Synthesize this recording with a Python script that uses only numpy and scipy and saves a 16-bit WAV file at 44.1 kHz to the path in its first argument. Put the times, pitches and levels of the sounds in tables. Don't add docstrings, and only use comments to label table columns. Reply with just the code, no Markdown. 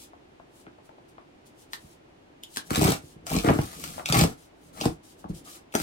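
import sys
import numpy as np
from scipy import signal
from scipy.fft import rfft, irfft, next_fast_len
from scipy.io import wavfile
from scipy.ndimage import map_coordinates

SR = 44100
rng = np.random.default_rng(int(sys.argv[2]) if len(sys.argv) > 2 else 0)


def transcribe(u):
    v = np.clip(np.atleast_2d(u).T, -1, 1)
    q = np.round(v * 32767).astype(np.int16)
    wavfile.write(sys.argv[1], SR, q)


N = 256662

# start_s, crack_db, panel_knock_db, edge_tick_db
BRIDGE_SNAPS = [(2.706, -23.5, -29.5, -18), (2.748, -20, -35, -27.5), (2.758, -16, -24.5, -14.5),
                (2.813, -22, -15.5, -22.5), (2.830, -22.5, -18, -19.5), (2.846, -20, -20, -15.5),
                (2.877, -20, -18, -23), (2.889, -20, -28, -21.5), (2.903, -26, -29, -20),
                (2.919, -18, -22.5, -23), (3.267, -27, -32.5, -26.5), (3.316, -31, -23, -31),
                (3.364, -19, -23, -29), (3.387, -21, -30, -34), (3.446, -40.5, -22.5, -22.5),
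                (3.467, -28, -24, -31), (3.487, -54, -12, -9), (3.496, -46, -14, -25),
                (3.588, -57, -19.5, -19.5), (3.730, -36.5, -43, -34), (3.839, -25, -38.5, -24),
                (4.058, -17.5, -39, -26.5), (4.088, -23, -28.5, -36), (4.124, -10.5, -20.5, -15),
                (4.149, -19, -24.5, -29.5), (4.169, -20, -21, -40), (4.193, -15, -24, -31),
                (4.211, -12.5, -16.5, -26), (4.237, -17.5, -16.5, -14.5), (4.772, -47, -38, -48.5),
                (4.811, -19.5, -25, -29.5), (4.84, -34, -27.5, -37), (4.855, -21, -16.5, -20.5),
                (5.724, -38.5, -61, -64.5), (5.74, -29.5, -30, -23), (5.751, -14.5, -16, -12),
                (5.8, -25.5, -31, -20)]
# pitch_hz, width_hz, level_db
PANEL_MODES = [(660, 133, 3.5), (805, 72, 6), (1084, 272, 0.5)]
# pitch_hz, width_hz, level_db
EDGE_MODES = [(1277, 242, 8), (1753, 82, 4.5), (1950, 540, -1.5)]


def snaps():
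    start_s, crack_db, knock_db, tick_db = np.transpose(BRIDGE_SNAPS)
    bands_hz = crack_band(crack_db, tick_db)
    crack = fibre(cracks(start_s, crack_db, bands_hz, t60=0.012, fray=0.18, focus_db=5.5))
    knock = struck(start_s, knock_db, PANEL_MODES, contact=0.00084, spread=0.0044)
    tick = struck(start_s, tick_db, EDGE_MODES, contact=0.0002, spread=0.0064)
    return crack + knock + tick


def crack_band(crack_db, ring_db):
    octave_per_db = -0.06
    return 5570 * 2 ** (octave_per_db * (crack_db - ring_db))


# pitch_hz, level_db (per Hz)
FIBRE_COLOUR = [(1700, -37), (2260, 3.5), (2830, 1), (7200, -1), (8250, 2.5), (9600, -3), (14300, -3),
                (16000, -9.5)]


def fibre(x):
    return coloured(x, FIBRE_COLOUR)


# pitch_hz, level_db (per Hz)
RUB_COLOUR = [(1500, -32.5), (3000, 4.5), (5500, 5), (9000, 6.5), (16000, -5)]
# time_s, rumble_db
LID_SHAKE = [(2.6, -86), (2.74, -42), (2.95, -40), (3.05, -70), (3.27, -52), (3.35, -27.5), (3.52, -57),
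             (3.7, -50.5), (3.92, -43.5), (4.04, -53), (4.2, -28), (4.45, -85), (4.84, -39.5), (5.0, -74),
             (5.4, -52.5), (5.62, -78)]


def pull():
    rasp_db, rattle_db = efforts()
    tearing = np.clip((rasp_db + 53) / 16, 0, 1)
    rub_grit = grit(per_s=900, scatter_db=1.5, smooth=2.5, t60=0.01, count=2)
    rub = unit(coloured(rub_grit, RUB_COLOUR))
    tear = unit(fibre(grit(per_s=330, scatter_db=4, smooth=0.65, t60=0.006, count=2)))
    common, own = amp(rasp_db) * (np.sqrt(1 - tearing) * rub + np.sqrt(tearing) * tear)

    wide = 0.6
    rasp = np.cos(wide) * common + np.sin(wide) * np.array([own, -own])

    rattling = grit(per_s=80, scatter_db=-3.5, smooth=0.24, t60=0.063)
    rattle = amp(rattle_db) * unit(ringing(rattling, PANEL_MODES + EDGE_MODES, spread=0))

    shaking = grit(per_s=100, scatter_db=-3, smooth=0.95, t60=0.079)
    upper_lid = ringing(shaking, LID_MODES[:1], spread=0)
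    deep_lid = amp(5.5) * ringing(shaking, LID_MODES[1:], spread=0)
    flap = amp(-4) * ringing(shaking, FLAP_MODES, spread=0)
    rumble = amp(curve(LID_SHAKE)) * unit(upper_lid + deep_lid + flap)
    return rasp + rattle + rumble


# time_s, fibre_rasp_db, panel_rattle_db
STRIP_PULLS = [
    [(2.705, -42, -32.5), (2.745, -34.5, -41), (2.868, -31, -36), (2.91, -31.5, -28), (2.96, -41.5, -52)],
    [(3.27, -42, -39), (3.372, -33.5, -32), (3.422, -43.5, -46), (3.485, -39, -30.5), (3.515, -47, -36.5),
     (3.587, -44.5, -41.5), (3.751, -49, -54.5), (3.851, -42, -49.5), (3.991, -49.5, -44.5),
     (4.03, -55, -66)],
    [(4.088, -30.5, -45.5), (4.1, -29.5, -35.5), (4.118, -58, -52), (4.145, -31, -27),
     (4.185, -25.5, -32.5), (4.235, -32, -34), (4.28, -45, -53), (4.33, -55.5, -55.5)],
    [(4.735, -58, -65), (4.813, -43.5, -43), (4.845, -39, -37), (4.869, -47, -38.5), (4.93, -57.5, -76)],
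    [(5.45, -51, -60), (5.475, -50.5, -47), (5.51, -48, -60), (5.565, -50, -57)],
    [(5.728, -53.5, -69.5), (5.74, -61, -48), (5.757, -48, -51), (5.78, -40.5, -55), (5.82, -37.5, -46)],
]
# full_contact_s, swell_s, hold_s, rasp_db
HAND_RUBS = [(0.0, .01, 0.042, -50.5), (0.563, 0.071, 0.051, -61), (0.854, 0.031, 0.0071, -64),
             (1.088, 0.012, 0.0064, -64), (1.464, 0.017, 0.012, -59), (1.592, 0.047, 0.038, -59),
             (1.735, 0.03, 0.011, -47.5), (1.787, 0.028, 0.15, -62), (2.572, 0.089, 0.0049, -43.5),
             (2.672, 0.058, 0.012, -53), (3.034, 0.12, 0.092, -59), (4.383, 0.046, 0.073, -61),
             (4.638, 0.12, 0.052, -64), (5.038, .015, 0.084, -58), (5.293, 0.0093, 0.004, -55),
             (5.194, 0.038, 0.013, -58.5), (5.352, 0.029, 0.031, -51)]


def efforts():
    pull_swell_s = 0.014
    rasps, rattles = [], []
    for rows in STRIP_PULLS:
        time_s, rasp_db, rattle_db = np.transpose(rows)
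        rasps.append(gesture(time_s, rasp_db, pull_swell_s))
        rattles.append(gesture(time_s, rattle_db, pull_swell_s))
    for contact_s, swell_s, hold_s, rasp_db in HAND_RUBS:
        rasps.append(gesture([contact_s, contact_s + hold_s], [rasp_db, rasp_db], swell_s))
    return np.max(rasps, axis=0), np.max(rattles, axis=0)


def gesture(time_s, level_db, swell_s):
    swell_db, fade_db_per_s = 21.5, 489
    t = np.arange(N) / SR
    before = np.maximum(time_s[0] - t, 0)
    after = np.maximum(t - time_s[-1], 0)
    return np.interp(t, time_s, level_db) - swell_db * before / swell_s - fade_db_per_s * after


# start_s, boom_db, flap_db
LID_THUMPS = [(0.663, -54, -37), (1.836, -41.5, -65), (2.563, -66, -31.5), (2.705, -21, -18.5),
              (2.769, -16, -20.5), (2.782, -20, -19.5), (2.811, -16, -14), (2.842, -14.5, -14.5),
              (2.878, -14.5, -15), (3.03, -40.5, -42), (3.155, -40, -43), (3.303, -33, -29),
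              (3.322, -24, -23.5), (3.358, -17, -17.5), (3.439, -29, -13), (3.469, -16.5, -12.5),
              (3.491, -13, -15), (3.502, -44, -7), (3.552, -26.5, -18), (3.582, -14.5, -15.5),
              (4.092, -17.5, -34.5), (4.127, -27.5, -17.5), (4.151, -17, -20), (4.167, -16, -18.5),
              (4.176, -14, -20), (4.21, -8, -16), (4.24, -20.5, -17.5), (4.81, -35.5, -25.5),
              (4.851, -15, -12), (5.242, -37, -33.5), (5.291, -20, -29.5), (5.743, -51, -14),
              (5.797, -30, -29)]
# pitch_hz, width_hz, level_db
LID_MODES = [(158.7, 33, 4), (60.6, 54, -3)]
# pitch_hz, width_hz, level_db
FLAP_MODES = [(251, 210, -2), (316.5, 56, 5), (446.5, 37, -1)]


def thumps():
    start_s, boom_db, flap_db = np.transpose(LID_THUMPS)
    boom = struck(start_s, boom_db, LID_MODES, contact=0.0028, spread=0.082)
    flap = struck(start_s, flap_db, FLAP_MODES, contact=0.0019, spread=0.0895)
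    return boom + flap


# start_s, crack_db, tab_ring_db
NAIL_PICKS = [(1.7335, -36, -18), (2.435, -27.5, -56), (2.561, -32, -27.5), (2.571, -24, -14.5)]
# pitch_hz, width_hz, level_db
TAB_MODES = [(1036, 340, -6.5), (1760, 125, 1.5), (3720, 1300, -6.5)]


def picks():
    start_s, crack_db, ring_db = np.transpose(NAIL_PICKS)
    bands_hz = crack_band(crack_db, ring_db)
    crack = cracks(start_s, crack_db, bands_hz, t60=0.0092, fray=0.068, focus_db=5)
    ring = struck(start_s, ring_db, TAB_MODES, contact=0.000076, spread=0.0054)
    return coloured(crack, RUB_COLOUR) + ring


# start_s, panel_knock_db, edge_tick_db
FINGER_TAPS = [(0.1335, -39, -47), (0.3985, -38, -46), (0.667, -42.5, -36), (0.786, -44, -65),
               (0.892, -39, -44), (0.983, -43, -48), (1.182, -38, -37), (3.98, -25.5, -31),
               (3.996, -25, -28.5), (5.242, -31.5, -41)]


def taps():
    start_s, knock_db, tick_db = np.transpose(FINGER_TAPS)
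    knock = struck(start_s, knock_db, PANEL_MODES, contact=0.00063, spread=0)
    tick = struck(start_s, tick_db, EDGE_MODES, contact=0.00029, spread=0)
    return knock + tick


def cracks(times, levels_db, bands_hz, t60, fray, focus_db):
    lead_s, lead_db = 0.008, -17
    hold_s = 0.0014
    out, t = np.zeros(N + SR), np.arange(SR // 10) / SR - lead_s
    lead = amp(lead_db + 20 * t / lead_s)
    fade = amp(-60 * np.maximum(t - hold_s, 0) / t60)
    build = np.minimum(0.24 + t / hold_s, 1)
    frayed_end = fray * amp(-60 * t / 0.082)
    puffs = rng.standard_normal((len(times), len(t))) * np.where(t < 0, lead, fade * build + frayed_end)

    octaves = np.log2((np.fft.rfftfreq(len(t), 1 / SR) + 1) / bands_hz[:, None])
    puffs = irfft(rfft(puffs) * amp(-focus_db * np.minimum(octaves ** 2, 3)), len(t))
    size = np.sqrt(t60 * SR / (2 * np.log(1000)))
    for s, db, puff in zip(times, levels_db, puffs):
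        out[round((s - lead_s) * SR):][:len(t)] += amp(db) * puff * size / np.linalg.norm(puff)
    return out[:N]


def struck(times, peaks_db, modes, contact, spread):
    retune = 0.05
    out, push = np.zeros(N + SR), np.pad(np.hanning(round(contact * SR)), (0, SR // 5))
    shifts = rng.standard_normal((len(times), len(modes)))
    for s, db, shift in zip(times, peaks_db, shifts):
        retuned = [(hz * (1 + retune * u), width, g) for (hz, width, g), u in zip(modes, shift)]
        ring = ringing(push, retuned, spread)
        out[round(s * SR):][:len(ring)] += amp(db) * ring / np.abs(ring).max()
    return out[:N]


def ringing(x, modes, spread):
    top_hz = 2.5 * max(hz for hz, width, db in modes)

    def response(f):
        rings = 0
        for k, (hz, width, db) in enumerate(modes):
            mode = 1j * f * width / (hz * hz - f * f + 1j * f * width)
            rings = rings + (-1) ** k * amp(db) * mode
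        return rings * np.exp(-4j * np.pi * spread * np.sqrt(f)) / (1 + 1j * f / top_hz)
    return filtered(x, response)


def grit(per_s, scatter_db, smooth, t60, count=1):
    sizes = amp(scatter_db * np.minimum(rng.exponential(size=N), 3))
    breaks = (rng.random(N) < per_s / SR) * sizes
    flares = signal.fftconvolve(breaks, amp(-60 * np.arange(SR // 20) / SR / t60))[:N]
    return (unit(flares) + smooth) * rng.standard_normal((count, N))


# pitch_hz, level_db
LEFT_OVER_RIGHT = [(250, -1), (550, 8.5), (2000, 1.5), (8000, 1.5), (14000, 8.5)]


def direct(x, lag=0.0003555, wander=0.00008, rate=12):
    side, n = np.array([[0.5], [-0.5]]), np.arange(N)
    spots = rng.standard_normal(int(N * rate / SR) + 4)
    shift = SR * (lag + wander * map_coordinates(spots, [n * rate / SR]))
    pair = np.array([map_coordinates(port, [n + half * shift]) for port, half in zip(x, side)])
    return filtered(pair, lambda hz: amp(side * along(LEFT_OVER_RIGHT, hz)))


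# pitch_hz, t60_s (time to fade by 60 dB)
ROOM_FADE = [(150, 0.2), (700, 0.21), (4000, 0.16), (13000, 0.11)]


def room(x, step=SR // 10):
    out = np.zeros((2, N + SR))
    for k in range(0, N, step):
        hz, t, z = signal.stft(rng.standard_normal((2, SR // 4)), SR, nperseg=256)
        fading = z * amp(-60 * t / along(ROOM_FADE, hz)[:, None])
        tail = signal.istft(fading, SR, nperseg=256)[1]
        wet = signal.fftconvolve(x[None, k:k + step], tail / np.linalg.norm(tail[0]), axes=1)
        out[:, k + 150:][:, :wet.shape[1]] += wet
    return around(out[:, :N])


# pitch_hz, left_right_likeness (1 same, 0 unrelated, -1 opposite)
LIKENESS = [(60, 0.88), (180, 0.96), (550, -0.28), (1650, -0.34), (4970, -0.03), (15000, -0.19)]


def around(pair):
    def turned(hz):
        turn = np.arccos(np.clip(along(LIKENESS, hz), -1, 1)) / 2
        return np.array([np.cos(turn), np.sin(turn)])
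    mid, side = filtered(pair, turned)
    return np.array([mid + side, mid - side])


# pitch_hz, level_db (per Hz)
HUM_COLOUR = [(25, -2), (80, -6), (200, -7.5), (340, -1.5), (430, -7), (750, -9.5), (1200, -17),
              (2800, -21.5), (5000, -30.5), (10000, -39.5), (16000, -51)]


def hum():
    noise = coloured(rng.standard_normal((2, N)), HUM_COLOUR)
    return amp(-54.5) * unit(around(noise))


def amp(db):
    return 10 ** (np.asarray(db) / 20)


def unit(x):
    return x / np.sqrt(np.mean(x ** 2) + 1e-20)


def along(points, hz):
    f, v = np.transpose(points)
    return np.interp(np.log(hz + 1), np.log(f + 1), v)


def curve(rows):
    return np.interp(np.arange(N) / SR, *np.transpose(rows))


def filtered(x, response):
    n = x.shape[-1]
    m = next_fast_len(n + SR // 4)
    return irfft(rfft(x, m) * response(np.fft.rfftfreq(m, 1 / SR)), m)[..., :n]


def coloured(x, points):
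    return filtered(x, lambda hz: amp(along(points, hz)))


def scene():
    box = pull() + picks() + snaps() + taps() + thumps()
    bass_hz, bass_share = 353, 0.73
    thin = filtered(box[0], lambda hz: (bass_share * bass_hz + 1j * hz) / (bass_hz + 1j * hz))
    return amp(-0.5) * direct(box) + amp(-3.5) * room(thin) + hum()


def record(dry):
    return filtered(dry, lambda hz: (1j * hz / (40 + 1j * hz)) ** 2 * (hz < 16000))


dry = scene()
out = record(dry)
transcribe(out)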